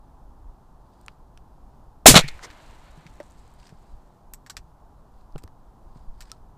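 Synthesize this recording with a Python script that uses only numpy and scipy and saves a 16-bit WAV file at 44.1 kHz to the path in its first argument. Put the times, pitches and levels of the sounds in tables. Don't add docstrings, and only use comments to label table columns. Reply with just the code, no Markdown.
import sys
import numpy as np
from scipy import signal
from scipy.fft import rfft, irfft, next_fast_len
from scipy.io import wavfile
from scipy.ndimage import map_coordinates

SR = 44100
rng = np.random.default_rng(int(sys.argv[2]) if len(sys.argv) > 2 else 0)


def wav_out(sig):
    wavfile.write(sys.argv[1], SR, np.round(np.clip(np.atleast_2d(sig).T, -1, 1) * 32767).astype(np.int16))


N = 289869

# (frequency [Hz], relative density [dB])
FAR_SPECTRUM = [(53, -33), (90, -4), (130, -3), (161, -5), (222, -7), (334, -12), (371, -12.5),
                (513, -15.5), (822, -9.5), (1020, -12), (2210, -39), (3950, -38), (6470, -40),
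                (13400, -44.5), (15300, -44.5)]
WIND_SPECTRUM = [(4.7, -29), (8.0, 6), (54, 2.5), (62, 0.5), (81, -10), (120, -14.5), (160, -42),
                 (260, -120)]
STEM_SPECTRUM = [(880, -30), (1500, 5.5), (2530, -2.5), (2740, -3.5), (5000, 4.5), (5460, -6), (8450, -3.5),
                 (15300, -40)]
SHELL_SPECTRUM = [(210, -39.5), (350, -16), (488, -0.5), (599, -10), (1040, -3), (1730, -9), (1990, 1),
                  (2600, -21), (2820, -14), (6210, -9.5), (15300, -36)]
ECHO_BODY_SPECTRUM = [(180, -17.5), (300, 0.5), (393, -6.5), (492, -3), (1010, 1), (1120, -2),
                      (4290, -13.5), (5000, -22.5), (6500, -46.5), (11000, -120)]
ECHO_HISS_SPECTRUM = [(2350, -37), (4000, -3.5), (5010, -7), (7710, -5), (10400, -15), (13500, -17),
                      (15300, -30.5)]
BLAST_SPECTRUM = [(180, -34), (300, -3.5), (1300, -13), (2090, -8.5), (3590, -7.5), (4100, -7.5),
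                  (5160, -7), (5420, -9), (7410, -4), (11500, -12.5), (15300, -20.5)]
# (frequency [Hz], width [Hz], gain [dB])
FITTING_MODES = [(1700, 320, 0), (2840, 68, 0), (3800, 160, -16), (5000, 180, -8), (5580, 440, 0),
                 (7700, 270, 11), (13400, 460, 6)]
STEEL_MODES = [(2120, 730, -2), (3715, 810, 1.5), (4340, 440, 2), (5600, 1000, -7), (7610, 1100, -7),
               (11660, 3000, -24)]
CLANK_MODES = [(590, 350, 0.5), (1450, 250, -2.5)]
# (frequency [Hz], width [Hz])
CLICK_BANDS = [(1300, 1400), (2600, 2220), (4700, 3400), (7600, 3100), (12500, 3900)]
# (time [s], level [dB])
WIND_LEVELS = [(0, -51), (1.7, -50.5), (1.9, -49), (2.6, -51), (4.6, -51), (5.3, -50), (6.1, -49.5),
               (6.57, -53.5)]
# (start [s], end [s], level [dB])
RUSTLE_SPANS = [(0.937, 1.12, -74.5), (3.39, 3.465, -73), (3.61, 3.696, -64), (3.78, 3.94, -77),
                (5.151, 5.25, -77.5), (5.924, 6.063, -74.5), (6.226, 6.32, -65)]
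PATTER_SPAN = (3.2, 3.36, -73)
SHELL_SPAN = (2.436, 2.458, -39)
# (time [s], peak [dB], centre [octaves over 1 kHz], breadth [octaves])
DRY_SNAPS = [(1.0135, -50, 3.1, .6), (1.063, -39.5, 2.8, 0.44), (1.0826, -26, 1.03, 0.66),
             (1.3753, -36.5, 1.5, 1.1), (2.3929, -35, .3, .4), (2.6023, -46.5, 1.15, 1.4),
             (3.305, -50, 3.17, 0.51), (3.539, -49.5, 3.1, 0.68), (3.5995, -47, 1.97, 0.49),
             (3.6306, -45, 1.6, 0.51), (3.6712, -41, 2.1, 0.85), (5.3238, -53.5, 2.32, 0.47),
             (5.359, -43, 0.34, 0.56), (5.423, -52, 2.2, 1.66), (5.4346, -47, 2.4, 1.24),
             (5.4378, -35.5, 2.3, 1.3), (5.4775, -40.5, 0.77, 1.3), (6.3168, -22, 2.44, .7)]
# (time [s], peak [dB], centre [octaves over 1 kHz], breadth [octaves],
# low body [dB], rebound [dB])
STEEL_CLICKS = [(2.5022, -37.5, 1.26, 0.92, -12, 2), (3.0659, -37.5, 1.37, .9, -20, -9.5),
                (3.2016, -37, 1.6, 0.94, -1, -5), (3.692, -43, 1.94, 0.92, -4, -8),
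                (4.3363, -27, 3.42, 1.35, -13, -13), (4.4632, -36, 2.23, 0.89, 2.5, 2),
                (4.4978, -28, 2.41, .8, -4, 0), (4.5681, -21, 2.06, 0.8, -10.5, -11.5),
                (5.38, -39.5, 2.28, 1.1, -3, -8), (6.2062, -34.5, 2.26, 1.1, -8, -5.5),
                (6.222, -37, 2.07, 0.95, -13, -9.5), (6.2983, -46, 1.6, .7, -15, -8)]
# (time [s], level [dB], pitch [Hz], t60 [s])
CAMERA_BUMPS = [(2.083, 4.5, 253, 0.056), (2.092, 0.5, 31, 0.064), (2.103, 0, 84, 0.025),
                (2.111, -2.5, 131, 0.054), (2.137, -2.5, 160, 0.037), (2.16, 7, 172, .035),
                (2.186, -6.5, 160, 0.045), (2.19, -12.5, 7.4, 0.31), (2.24, -22.5, 142, .1),
                (2.975, -38, 155, 0.085), (3.057, -37, 153, 0.072), (3.2022, -27, 586, 0.046),
                (3.204, -33.5, 327, .03), (3.724, -31, 160, 0.031), (5.33, -21.5, 11.2, 0.21),
                (5.354, -25.5, 145, 0.07), (5.3587, -23, 440, 0.012), (5.438, -29.5, 310, .012),
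                (5.443, -30.5, 78, 0.082), (5.958, -33, 133, 0.043), (6.074, -18, 10.8, 0.18),
                (6.316, -41, 1310, 0.058)]
# (time [s], relative level [dB], share of clank [0-1])
BOLT_CONTACTS = [(2.1427, 1, 0.78), (2.1538, .5, 0.27), (2.158, -1.5, .6), (2.163, 6, 0.2), (2.171, 3, .4),
                 (2.177, -2, 0.43), (2.190, -6, .2), (2.197, -18, .4), (2.208, -19, .3), (2.2406, -39, .8),
                 (2.279, -28.5, 0), (2.284, -25.5, .1)]

SHOT_S = 2.0586
ECHO_S, ECHO_END_S = 2.3, 4.15


def amp(db):
    return 10 ** (np.asarray(db) / 20)


def unit(x):
    return x / np.sqrt(np.mean(x ** 2) + 1e-20)


def filtered(x, response):
    m = next_fast_len(len(x) + 4096)
    return irfft(rfft(x, m) * response(np.fft.rfftfreq(m, 1 / SR)), m)[:len(x)]


def noise(spectrum):
    f, db = np.transpose(spectrum)
    white = rng.standard_normal(N)
    return unit(filtered(white, lambda hz: amp(np.interp(np.log(hz + 1), np.log(f + 1), db))))


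def resonant(x, modes):
    return filtered(x, lambda f: sum(
        (-1) ** k * amp(db) * 1j * f * width_hz / (hz * hz - f * f + 1j * f * width_hz)
        for k, (hz, width_hz, db) in enumerate(modes)))


def level(rows):
    s, db = np.transpose(rows)
    return amp(np.interp(np.arange(N) / SR, s, db))


def dying(start_s, t60_s, rise_s):
    t = np.clip(np.arange(N) / SR - start_s, 0, None)
    return amp(-60 * t / t60_s) * (1 - np.exp(-t / rise_s))


def held(start_s, end_s, db, rise_db_s, fall_db_s, sag_db_s=0):
    t = np.arange(N) / SR
    rise_db = rise_db_s * np.clip(start_s - t, 0, None)
    sag_db = sag_db_s * np.clip(t - start_s, 0, end_s - start_s)
    fall_db = fall_db_s * np.clip(t - end_s, 0, None)
    return amp(db - rise_db - sag_db - fall_db)


def wobble(rate_hz):
    knots = rng.standard_normal(int(N * rate_hz / SR) + 4)
    return map_coordinates(knots, [np.arange(N) * rate_hz / SR])


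def add(track, s, sound):
    part = track[round(s * SR):][:len(sound)]
    part += sound[:len(part)]


def air():
    far = amp(-56.5 + 0.34 * wobble(5.5)) * noise(FAR_SPECTRUM)
    wind_gain = level(WIND_LEVELS) + amp(-34) * dying(SHOT_S + .04, t60_s=.9, rise_s=.05)
    return far + wind_gain * amp(3.3 * wobble(15)) * noise(WIND_SPECTRUM)


def rustle():
    grains = amp(3.5 * wobble(250) + 2.5 * wobble(35))
    envelope = sum(held(*span, rise_db_s=170, fall_db_s=280) for span in RUSTLE_SPANS)
    return envelope * unit(grains * noise(STEM_SPECTRUM))


def patter(hits_per_s=70, t60_s=0.0057):
    hits = (rng.random(N) < hits_per_s / SR) * amp(4 * rng.standard_normal(N))
    puffs = signal.lfilter([1], [1, -amp(-60 / (t60_s * SR))], hits) * rng.standard_normal(N)
    modes = [(8034, 3500, 0), (3500, 2300, -5)]
    ticks = unit(resonant(resonant(puffs, modes), modes))
    return held(*PATTER_SPAN, rise_db_s=22, fall_db_s=22) * ticks


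def click(envelope, db, centre_oct, breadth_oct, body_db, impulse, ring_db):
    sound = np.zeros(len(envelope))
    for hz, width_hz in CLICK_BANDS:
        burst = envelope * rng.standard_normal(len(envelope))
        burst[0] += impulse
        band = resonant(burst, [(hz, width_hz, 0)])
        band = resonant(band, [(hz, 0.75 * width_hz, 0)])
        share = amp(-6 * ((np.log2(hz / 1000) - centre_oct) / breadth_oct) ** 2)
        body = amp(body_db) * (hz == CLICK_BANDS[0][0])
        sound += (share + body) * band / np.abs(band).max()
    sound += amp(ring_db) * resonant(sound, FITTING_MODES)
    return amp(db) * sound / np.abs(sound).max()


def snaps_and_clicks(snap_t60_s=.0045, click_t60_s=.007, rebound_t60_s=.015, scatter_t60_s=.067):
    out, t = np.zeros(N), np.arange(SR // 10) / SR
    scatter = amp(-60 * t / scatter_t60_s)
    rebound = amp(-60 * t / rebound_t60_s) * np.clip(t / 0.0011, 0, 1)
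    rebound = np.roll(rebound, round(0.0064 * SR))
    for s, db, centre_oct, breadth_oct in DRY_SNAPS:
        envelope = amp(-60 * t / snap_t60_s) + amp(-23.5) * scatter
        add(out, s, click(envelope, db, centre_oct, breadth_oct, body_db=-15.5, impulse=5.5, ring_db=-12))
    for s, db, centre_oct, breadth_oct, body_db, rebound_db in STEEL_CLICKS:
        envelope = amp(-60 * t / click_t60_s) + amp(rebound_db) * (rebound + amp(1) * scatter)
        add(out, s, click(envelope, db, centre_oct, breadth_oct, body_db, impulse=3.2, ring_db=-2))
    return out


def bumps(knock_db=-8, knock_t60_s=0.011):
    out, t = np.zeros(N), np.arange(SR // 3) / SR
    for s, db, hz, t60_s in CAMERA_BUMPS:
        swing = amp(-60 * t / t60_s) * (1 - np.exp(-t * hz * 4)) * np.sin(2 * np.pi * hz * t)
        burst = amp(-60 * t / knock_t60_s) * rng.standard_normal(len(t))
        modes = [(2.2 * hz, 2 * hz, 0)]
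        knock = resonant(resonant(burst, modes), modes)
        knock *= amp(knock_db) * np.abs(swing).max() / np.abs(knock).max()
        add(out, s, amp(db) * (swing + knock))
    return out


def shell():
    envelope = held(*SHELL_SPAN, rise_db_s=1240, fall_db_s=2900, sag_db_s=170)
    return envelope * amp(2.0 * wobble(180)) * noise(SHELL_SPECTRUM)


def echo():
    reed_spectrum = [(900, -28.5), (1800, -2.5), (2300, 1.5), (2900, -9.0), (6000, -23), (12000, -37.5)]
    reeds = amp(-31.5) * dying(2.19, t60_s=0.38, rise_s=.01) * noise(reed_spectrum)
    body = held(ECHO_S + 0.16, ECHO_END_S, db=-51.5, rise_db_s=30, fall_db_s=54.7, sag_db_s=14.8)
    body *= amp(0.9 * wobble(15)) * noise(ECHO_BODY_SPECTRUM)
    hiss = held(ECHO_S, ECHO_END_S, db=-63.5, rise_db_s=15, fall_db_s=50, sag_db_s=11.6)
    hiss *= amp(1.5 * wobble(52) + 2.4 * wobble(300) + 0.9 * wobble(8)) * noise(ECHO_HISS_SPECTRUM)
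    arrived = np.arange(N) / SR > SHOT_S + .1
    return reeds + arrived * (body + hiss)


def bolt():
    steel = unit(resonant(rng.standard_normal(N), STEEL_MODES) + amp(-24.5) * noise(BLAST_SPECTRUM))
    clank = unit(resonant(rng.standard_normal(N), CLANK_MODES))
    out = np.zeros(N)
    for s, db, share in BOLT_CONTACTS:
        ring = np.sqrt(1 - share) * steel + np.sqrt(share) * clank
        out += amp(db - 5.0) * dying(s, t60_s=0.038, rise_s=.0004) * ring
    return out


def shot():
    t = np.clip(np.arange(N) / SR - SHOT_S, 0, .05)
    hammer = amp(-20.5) * dying(SHOT_S - .0018, t60_s=0.0097, rise_s=.0004) * noise(BLAST_SPECTRUM)
    phase_rad = 2 * np.pi * (600 * t + 15000 * t ** 2) + 2.0 + 0.68 * wobble(1500)
    barrel = amp(20.0) * dying(SHOT_S, t60_s=0.031, rise_s=0.00089) * np.sin(phase_rad)
    crack = amp(-4.0) * dying(SHOT_S, t60_s=0.058, rise_s=.0005) * noise(BLAST_SPECTRUM)
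    roar = amp(10.5) * dying(SHOT_S + 0.0038, t60_s=0.14, rise_s=0.0012) * noise(BLAST_SPECTRUM)
    return hammer + barrel + crack + roar


def scene():
    gun = shot() + bolt()
    small_sounds = bumps() + snaps_and_clicks() + rustle() + patter() + shell()
    return (gun + small_sounds + echo() + air())[None]


def record(dry):
    ceiling, cutoff_hz = .97, 15430
    clipped = dry[0] / (1 + np.abs(dry[0] / ceiling) ** 8) ** (1 / 8)
    return filtered(clipped, lambda hz: 1 / (1 + np.exp(np.clip((hz - cutoff_hz) / 60, -50, 50))))[None]


dry = scene()
out = record(dry)
wav_out(out)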